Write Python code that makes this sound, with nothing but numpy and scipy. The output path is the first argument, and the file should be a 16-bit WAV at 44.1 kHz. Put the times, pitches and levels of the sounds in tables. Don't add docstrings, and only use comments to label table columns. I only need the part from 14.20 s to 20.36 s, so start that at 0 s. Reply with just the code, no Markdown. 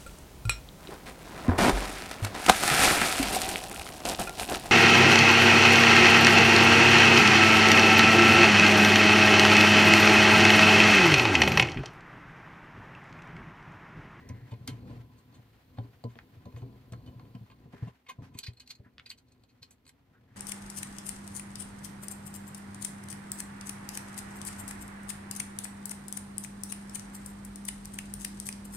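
import sys
import numpy as np
from scipy import signal
from scipy.fft import rfft, irfft, next_fast_len
from scipy.io import wavfile

SR = 44100
rng = np.random.default_rng(int(sys.argv[2]) if len(sys.argv) > 2 else 0)


def gain_from_db(level_db):
    decades = np.asarray(level_db, float) / 20
    return 10 ** decades


def to_wav(sig):
    pcm = np.clip(np.atleast_2d(sig), -1, 1) * 32767
    pcm = np.round(pcm).astype(np.int16)
    wavfile.write(sys.argv[1], SR, pcm.T)


N = 271656

TURNED_S = 3.4
NEW_SCREW_S, SEATED_S = 4.16, 5.74

# start in seconds, strength in dB,
# knock on the upper modes in dB relative to it, boom pitch in Hz.
BUMPS = [(0.091, -34, -9, 96), (0.118, -41.5, -12, 114), (0.214, -42, -28, 120), (0.312, -35, -5.5, 111),
         (0.401, -42.5, -10, 118), (0.477, -37.5, -3.5, 114), (0.508, -36.5, -11, 116.6),
         (0.653, -42, -7.5, 127), (0.694, -40.5, -3, 114), (0.761, -43, -17, 117),
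         (1.183, -51.5, -8.5, 112), (1.577, -32, -10.5, 111.3), (1.838, -33, -3.5, 119),
         (1.95, -53, 5.5, 129), (2.162, -48, -20, 104), (2.253, -40.5, -4, 100), (2.334, -38.5, -22, 95),
         (2.362, -43, -5, 119), (2.415, -36, -4.5, 119), (2.716, -38, -4, 115.5), (2.873, -44, -4, 115),
         (2.952, -43, -35, 115), (3.023, -50, -2, 116), (3.141, -41.5, -1.5, 117),
         (3.203, -41.5, -8.5, 117), (3.453, -39.5, -9.5, 141), (3.532, -47, 11.5, 127),
         (3.621, -26, -11.5, 123), (3.668, -33, -10, 178), (3.983, -35, -11.5, 125), (4.028, -40, -10, 125),
         (4.147, -39, -7, 98), (4.278, -30, -19.5, 88.3), (4.594, -39.5, -12.5, 85),
         (4.659, -49, -2.5, 123), (5.413, -48, -14, 109)]
# pitch in Hz, nominal width in Hz, relative level in dB.
BOARD_MODES = [(80, 3.9, -19), (96.7, 33, 4), (119, 15, 13), (144.9, 91, 9.5), (198.2, 21.5, 3),
               (239, 28.4, 4.5), (400.5, 11.7, -4.5), (465.5, 30.6, -5), (581.7, 30, -10), (670, 51, -12),
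               (862, 65, -16.5), (1006, 17, -7.5)]
PUSH_HELD_MS, PUSH_LOOSE_MS, PUSH_GROWS_DB, USUAL_PUSH_DB = 7.54, 2.86, 0.22, -40


def board(boom_db=-20.0, knock_base_db=1.5, knock_share=0.8, scatter_db=3.0):
    s, strength_db, knock_db, boom_hz = np.transpose(BUMPS)[:, :, None]
    push_ms = np.where(s < TURNED_S, PUSH_HELD_MS, PUSH_LOOSE_MS)
    push_ms = push_ms * gain_from_db(PUSH_GROWS_DB * (strength_db - USUAL_PUSH_DB))
    ms = np.arange(4000) * 1000 / SR
    part = ms / np.clip(push_ms, 1, 15)
    shake = part * np.exp(1 - part) * np.sin(2 * np.pi * boom_hz * ms / 1000)
    knock_part = part / knock_share
    knock = grit(knock_part * np.exp(1 - knock_part), spread_db=-1.0)
    forces = shake * gain_from_db(boom_db + strength_db), knock * gain_from_db(knock_base_db + strength_db + knock_db)
    rocking = gain_from_db(rocking_db())
    lumps = rms_one(gain_from_db(2.03 * drift(7.3)) * rng.standard_normal(N))
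    chance_db = scatter_db * rng.standard_normal((len(s), len(BOARD_MODES)))
    out = 0
    for k, (hz, width_hz, db, upper) in enumerate(evened(BOARD_MODES, [170])):
        pushes = lay(s[:, 0], forces[upper] * gain_from_db(upper * chance_db[:, [k]]))
        out = out + gain_from_db(db) * resonance(pushes + lumps * rocking[upper], hz, width_hz)
    return out


# time in seconds, force in dB.
ROCKING = [(0, -49.5), (.45, -52.5), (.72, -42), (.87, -57.5), (1.5, -59), (1.64, -47), (1.78, -61.5),
           (1.95, -60), (2.5, -49.5), (2.65, -58.5), (2.78, -48), (3.5, -58), (3.7, -52), (3.75, -112),
           (3.96, -66), (4.0, -54), (4.36, -67), (5.8, -69), (6.16, -60)]
UPPER_DB, UPPER_FOLLOWS, USUAL_ROCKING_DB = -59.0, 1, -55


def rocking_db():
    force_db, = in_time(ROCKING)
    return np.array([force_db, UPPER_DB + UPPER_FOLLOWS * (force_db - USUAL_ROCKING_DB)])


# pitch in Hz, nominal width in Hz, relative level in dB.
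SHEET_MODES = [(1070, 40, -6), (1605, 70, -3), (1930, 50, -7), (2140, 100, -3), (2525, 110, -2),
               (2740, 100, -5), (2985, 60, -3), (3135, 90, -6), (3600, 110, -5), (4120, 90, -1),
               (4245, 90, -2), (4335, 110, -1), (4667, 80, 1), (5090, 130, -7), (5440, 130, -9),
               (6175, 50, -2), (6550, 70, -4), (6950, 50, -5), (7375, 45, -3), (7563, 35, -4),
               (7850, 110, -4), (8350, 70, -10), (8725, 45, -9), (9460, 45, -11), (10230, 70, -13),
               (11130, 28, -6), (11500, 52, -12), (12620, 34, -9), (12880, 70, -10), (13260, 30, -4),
               (13570, 77, -12)]
# pitch in Hz, relative level in dB.
CRACK = [(500, -7), (1200, -8.5), (2450, -24), (4000, -38), (7500, -12.5), (14500, -14)]
# start in seconds, strength in dB, dull part in dB and bright part in dB
# relative to it, favoured pitch in Hz.
TICKS = [(0.0892, -40.5, -6, -9.5, 2650), (0.097, -46, 1, -21, 2000), (0.338, -42.5, -6, -39, 2230),
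         (0.4752, -25, -9, -15, 4200), (1.1253, -58, 18, -17, 1610), (1.5852, -47, 17, -29, 4260),
         (1.8387, -46, -2, -10, 4300), (2.255, -49.5, 10.5, -19, 1950), (2.324, -56, 4, -17, 2500),
         (2.362, -47.5, -1, -18, 3600), (2.418, -53.5, 7, -15, 4300), (2.7219, -44.5, -7, -7, 4350),
         (2.733, -42, -1, -20, 1310), (2.862, -47.5, 6, -21, 4400), (2.9956, -51, 9, -32, 2430),
         (3.051, -55, -5, -23, 3100), (3.15, -47, -7, -23, 2900), (3.262, -57, 0, -19, 2200),
         (3.3, -51.5, 5.5, -27, 2500), (4.1877, -37.5, -34, 4.5, 4220), (4.269, -37, -31, -25, 4620),
         (4.334, -60, -25, 0, 4900), (4.398, -52.5, -18, -4, 4300), (4.403, -48, -25, -15, 4300),
         (4.418, -57.5, -28, -1, 4320), (4.475, -47, -29, -9, 4280), (4.8613, -43, -13, -24, 4800),
         (4.902, -37.5, -9, -12, 4340), (4.913, -41, -28, -25, 2900), (5.236, -57, -5, -17, 2000),
         (5.4288, -46, -13, -9.5, 4770), (5.5081, -62.5, -5, 21, 3160), (5.653, -66, -3, -1, 4300),
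         (5.665, -54.5, -6, -8, 4320), (5.677, -59, -9, 2, 4600), (5.6919, -48.5, -21, 0, 4370)]
# time of the peak in seconds, strength in dB,
# bright part in dB relative to it, fade time in ms (held within 1 to 22), favoured pitch in Hz.
RATTLES = [(0.316, -42.5, -17, 9, 3200), (0.986, -59, 1, 16, 4300), (1.15, -51, -7, 13.4, 4240),
           (1.575, -45, -32, 4.6, 1700), (1.906, -54, -14, 25, 2700), (2.377, -52, -7, 27, 3020),
           (2.876, -52.5, -16, 17, 2900), (3.315, -46.5, -30, 7.6, 1050), (3.679, -51.5, -14, 10, 2900),
           (3.868, -50, -29, 6.8, 2500), (3.895, -33.5, -16, 11.3, 2580), (4.148, -51.5, -14, 11.3, 2440),
           (4.18, -50, 1, 10.7, 2500), (4.204, -50, -6, 5.3, 4300), (4.238, -35, -13.5, 9.1, 4300),
           (4.265, -38, -19, 5, 4640), (4.279, -42.5, -18, 9.7, 2800), (4.373, -55, -11, 7.1, 4200),
           (4.407, -49.5, -2, 7.8, 2900), (4.465, -62, -9, 9.1, 4340), (4.494, -49, -3, 4.4, 4300),
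           (4.507, -35.5, -7, 7, 4500), (4.553, -54.5, -1, 5.2, 4500), (4.864, -40.5, -26, 7.4, 2130),
           (4.897, -48, 0, 7.5, 4300), (4.912, -41.5, -0.5, 6, 2200), (4.982, -54, -3, 7.9, 4730),
           (5.085, -61.5, -9, 5, 4220), (5.121, -59.5, 1, 4.2, 4330), (5.296, -62.5, -10, 15, 2500),
           (5.431, -46, -8, 11.3, 4730), (5.516, -60, 10, 11.5, 3140), (5.685, -61, 9, 6.8, 4640)]
TICK_FADE_MS, FADE_GROWS_DB, USUAL_TICK_DB = 1.36, 0.86, -50
TICK_GAIN_DB = 10.0
SWELL_SHARE = 1.4
RATTLE_DULL_SEATED_DB, RATTLE_DULL_LOOSE_DB = 2.5, -20.5
HELD_DAMPING_DB = -4.5
SCREW_HZ, BEFORE_SCREW_DB = (4000, 5200), -8


def sheet(scatter_db=2.5, crack_db=-8.0, rattle_crack_db=-8.5, favour_db=5.0, rattle_db=-7.0):
    ms = np.arange(4000) * 1000 / SR
    ticks, rattles = np.array(TICKS), np.array(RATTLES)
    tail_ms = TICK_FADE_MS * gain_from_db(FADE_GROWS_DB * (ticks[:, [1]] - USUAL_TICK_DB))
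    sudden = np.exp(-ms / 0.29) + 0.11 * np.exp(-ms / tail_ms)
    fade_ms = np.clip(rattles[:, [3]], 1, 22)
    swell_ms = SWELL_SHARE * fade_ms
    swelling = np.sin(np.pi / 2 * np.minimum(ms / swell_ms, 1)) ** 2
    swelling = swelling * np.exp(-np.maximum(ms - swell_ms, 0) / fade_ms)
    tick_bursts = gain_from_db(TICK_GAIN_DB) * grit(sudden, spread_db=2.0)
    rattle_bursts = gain_from_db(rattle_db) * grit(swelling, spread_db=-0.5)
    bursts = np.vstack([tick_bursts, rattle_bursts])

    seat_db = np.where(rattles[:, 0] < NEW_SCREW_S, RATTLE_DULL_SEATED_DB, RATTLE_DULL_LOOSE_DB)
    rattle_rows = np.c_[rattles[:, :2], seat_db, rattles[:, 2]]
    s, strength_db, dull_db, bright_db = np.vstack([ticks[:, :4], rattle_rows]).T[:, :, None]
    s = s - np.vstack([0 * ticks[:, [0]], swell_ms / 1000])
    favoured_hz = np.vstack([ticks[:, [4]], rattles[:, [4]]])

    crack = [(hz, hz / 4, crack_db + at_hz(CRACK, hz)) for hz in np.geomspace(550, 14500, num=12)]
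    chance_db = scatter_db * rng.standard_normal((len(s), len(SHEET_MODES) + len(crack)))
    grating, fidgeting = grate(), fidgets()
    out = 0
    for k, (hz, width_hz, db, _) in enumerate(evened(SHEET_MODES + crack, [1500, 5500])):
        rings = k < len(SHEET_MODES)
        dull = at_hz([(1200, 0.83), (1750, 0.02)], hz)
        bright = at_hz([(4800, 0.012), (7000, 0.72)], hz)
        level_db = strength_db + dull * dull_db + bright * bright_db + chance_db[:, [k]]
        level_db += favour_db * np.exp(-(np.log(hz / favoured_hz) / 0.25) ** 2)
        level_db += HELD_DAMPING_DB * (s < TURNED_S) * rings
        level_db += BEFORE_SCREW_DB * (s < NEW_SCREW_S) * rings * (SCREW_HZ[0] < hz < SCREW_HZ[1])
        level_db[len(TICKS):] += rattle_crack_db * (not rings)
        force = lay(s[:, 0], bursts * gain_from_db(level_db))
        force = force + fidgeting * gain_from_db(-15.0 * dull - 14.0 * bright)
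        force = force + grating * gain_from_db(-15.0 * bright)
        out = out + gain_from_db(db) * resonance(force, hz, width_hz)
    return out


def grate(grate_db=-24.0):
    return gain_from_db(grate_db + rocking_db()[1] + 1.43 * drift(91)) * rng.standard_normal(N)


FIDGETS_PER_S, FIDGET_DB = 52, -66


def fidgets():
    t = np.arange(N) / SR
    turning = (t < TURNED_S) | (t > NEW_SCREW_S) & (t < SEATED_S)
    touched = (rng.random(N) < FIDGETS_PER_S * gain_from_db(5.0 * drift(4)) / SR) * turning
    size_db = FIDGET_DB + 1.0 * np.minimum(rng.exponential(1, N), 3) + TICK_GAIN_DB
    return touched * gain_from_db(size_db) * rng.choice([-1, 1], N)


# start in seconds, peak in dB before the band
# reaches the microphones, low edge in Hz, high edge in Hz.
TAPS = [(0.4765, -26, 750, 11600), (1.5838, -35, 400, 850), (1.838, -37, 400, 850),
        (1.9555, -46, 400, 2600), (1.9885, -37, 500, 2800), (4.1883, -31, 2200, 14500),
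        (4.7814, -37, 1300, 4500), (4.7965, -37, 1300, 4000)]
TAP_FADE_MS, TAP_TAIL_MS, TAP_TAIL_SHARE = 0.8, 5.0, 0.2


def taps():
    ms = np.arange(1500) * 1000 / SR
    shape = np.exp(-ms / TAP_FADE_MS) + TAP_TAIL_SHARE * np.exp(-ms / TAP_TAIL_MS)
    bursts = grit(shape * np.ones((len(TAPS), 1)), spread_db=2.0)
    out = 0
    for (s, db, low_hz, high_hz), burst in zip(TAPS, bursts):
        band = signal.butter(3, [low_hz, high_hz], "band", fs=SR, output="sos")
        burst = signal.sosfilt(band, burst)
        track = lay([s], gain_from_db(db) * burst[None] / np.abs(burst).max())
        analytic = signal.hilbert(track, next_fast_len(N))[:N]
        out = out + to_pair(analytic, np.sqrt(low_hz * high_hz))
    return out


# pitch in Hz, relative density in dB per Hz.
RUB = [(410, -26), (700, -0.5), (1190, -6), (1290, -5), (1970, -6), (2660, -10), (9000, -26.5),
       (13500, -27), (19800, -120)]
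# time in seconds, level in dB.
RUBBING = [(0, -66), (.85, -72.5), (2, -69.5), (3.75, -74), (6.16, -78)]
# start in seconds, length in seconds, rub level in dB,
# swish pitch in Hz, swish level in dB.
SLIDES = [(-.05, 0.43, -100, 1890, -64.5), (0.47, 0.13, -63.5, 2660, -72), (0.67, 0.17, -65.5, 980, -79),
          (3.523, 0.2, -63, 1700, -64), (4.02, 0.078, -63, 5400, -75), (4.643, 0.056, -111, 1660, -64.5),
          (5.931, 0.075, -90, 1520, -69.5), (6.076, 0.14, -78.5, 1700, -73)]
SWISH_WIDTH_SHARE = 0.63
SKIN_FLICKER_DB = 2.2
SKIN_GRAIN_DB, SKIN_GRAIN_PER_S = 1.5, 55


def fingers():
    t, skin, air = np.arange(N) / SR, steady(RUB, SKIN_FLICKER_DB), rng.standard_normal(N)
    grain = rms_one(gain_from_db(SKIN_GRAIN_DB * drift(SKIN_GRAIN_PER_S)))
    skin, air = skin * grain, air * grain
    out = gain_from_db(in_time(RUBBING)[0]) * skin
    for start_s, length_s, db, hz, swish_db in SLIDES:
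        part = np.clip((t - start_s) / length_s, 0, 1)
        stroke = np.sin(np.pi * part ** 0.49) ** 0.6 * (part < 1)
        swish = rms_one(resonance(air, hz, SWISH_WIDTH_SHARE * hz))
        out = out + stroke * (gain_from_db(db) * skin + gain_from_db(swish_db) * swish)
    return out


ROOM_T60_S, ROOM_SHARE_DB = 0.084, -12.5


def room(x):
    t = np.arange(SR // 3) / SR
    tail = rng.standard_normal((2, len(t))) * gain_from_db(-60 * t / ROOM_T60_S) * (t > .006)
    tail = signal.sosfilt(signal.butter(1, [300, 6000], "band", fs=SR, output="sos"), tail)
    tail = tail / np.sqrt(np.sum(tail ** 2) / 2)
    return gain_from_db(ROOM_SHARE_DB) * signal.fftconvolve(x, tail, axes=1)[:, :N]


# pitch in Hz, relative density in dB per Hz.
ROOM_TONE = [(15, -55), (25, -32), (59, 4), (203, -9), (253, 0), (279, -29.5), (366, -7), (425, -10),
             (469, -11.5), (9000, -66), (11700, -79), (19800, -120)]
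ROOM_DB, ROOM_FLICKER_DB = -70, 1.5


def room_tone():
    return gain_from_db(ROOM_DB) * steady(ROOM_TONE, ROOM_FLICKER_DB)


def hum(hz=250, width_hz=47, db=-74):
    return gain_from_db(db) * rms_one(resonance(rng.standard_normal(N), hz, width_hz))


# time in seconds, level in dB.
HISS = [(0.0, -70.5), (3.24, -70), (3.64, -78.5), (6.16, -80.5)]
# pitch in Hz, relative density in dB per Hz.
HISS_COLOUR = [(3530, 5), (6000, -4), (7940, -7), (9640, -5.5), (15100, 2), (15800, 5)]
HISS_FLICKER_DB = 0.5


def hiss():
    return gain_from_db(in_time(HISS)[0]) * steady(HISS_COLOUR, HISS_FLICKER_DB)


# pitch in Hz, correlation from 0 to 1.
LIKENESS = [(60, 0.98), (180, 0.88), (550, 0.4), (1650, 0.22), (4970, 0.12), (15000, 0.17)]


def steady(spectrum, flicker_db):
    hz = np.clip(np.arange(N // 2 + 1) * SR / N, 10, None)
    mid, side = rfft(rng.standard_normal((2, N))) * gain_from_db(at_hz(spectrum, hz))
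    alike = np.clip(at_hz(LIKENESS, hz), 0, 1)
    pair = np.sqrt(1 + alike) * mid + np.sqrt(1 - alike) * side * [[1], [-1]]
    return rms_one(irfft(pair, N) * gain_from_db(flicker_db * drift(10.4)))


# pitch in Hz, lead of the left in radians.
LEAD = [(60, -0.18), (500, 0.92), (1000, 1.43), (2240, 0.7), (2670, 0.78), (4310, 1.61), (7580, 1.97),
        (9730, 1.3), (13200, 2.25)]
# pitch in Hz, left over right in dB.
LEAN = [(60, 1.5), (380, 1.5), (2380, 0.23), (15000, -1.5)]


def to_pair(analytic, hz):
    turn = np.exp(.5j * at_hz(LEAD, hz)) * gain_from_db(at_hz(LEAN, hz) / 2)
    return np.array([(analytic * turn).real, (analytic / turn).real])


def resonance(x, hz, width_hz):
    turn = np.exp(2j * np.pi * hz / SR)
    widths_hz = np.array([max(0.24 * hz, 110), np.clip(width_hz, 4, 4000)])
    for r in np.exp(-np.pi * widths_hz / SR):
        x = signal.lfilter([1 - r], [1, -r * turn], x + 1e-18j)
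    return to_pair(x, hz)


def evened(modes, edges_hz):
    hz, width_hz, db = np.transpose(modes)
    region = np.searchsorted(edges_hz, hz)
    power = np.bincount(region, gain_from_db(2 * db) * width_hz * np.pi / SR / 4)
    return zip(hz, width_hz, db - 10 * np.log10(power[region]), region)


def grit(shape, spread_db):
    size = gain_from_db(spread_db * np.minimum(rng.exponential(1, shape.shape), 4))
    rough = shape * size * rng.standard_normal(shape.shape)
    energy = np.sum(shape ** 2, axis=1, keepdims=True)
    return rough * np.sqrt(energy / np.sum(rough ** 2, axis=1, keepdims=True))


def lay(starts_s, bursts):
    track = np.zeros(N + bursts.shape[1])
    for s, burst in zip(starts_s, bursts):
        track[round(s * SR):][:len(burst)] += burst
    return track[:N]


def drift(rate, size=N):
    r = np.exp(-2 * np.pi * rate / SR)
    slow = signal.lfilter([1], [1, -2 * r, r * r], rng.standard_normal(size + SR))
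    return rms_one(slow[SR:])


def rms_one(x):
    return x / np.sqrt(np.mean(np.abs(x) ** 2) + 1e-20)


def in_time(rows):
    s, *columns = np.transpose(rows)
    return [np.interp(np.arange(N) / SR, s, c) for c in columns]


def at_hz(points, hz):
    points = np.array(points)
    return np.interp(np.log(hz), np.log(points[:, 0] + 1), points[:, 1])


def scene():
    metal = sheet() + taps()
    return board() + metal + room(metal) + fingers() + room_tone() + hum() + hiss()


def band_limit(x):
    return signal.sosfilt(signal.butter(12, 16500, fs=SR, output="sos"), x)


def record(dry):
    cut = signal.sosfilt(signal.cheby2(12, 60, 16400, fs=SR, output="sos"), dry)
    cut = signal.sosfilt(signal.butter(2, 40, "high", fs=SR, output="sos"), cut)
    return band_limit(cut)


dry = scene()
out = record(dry)
to_wav(out)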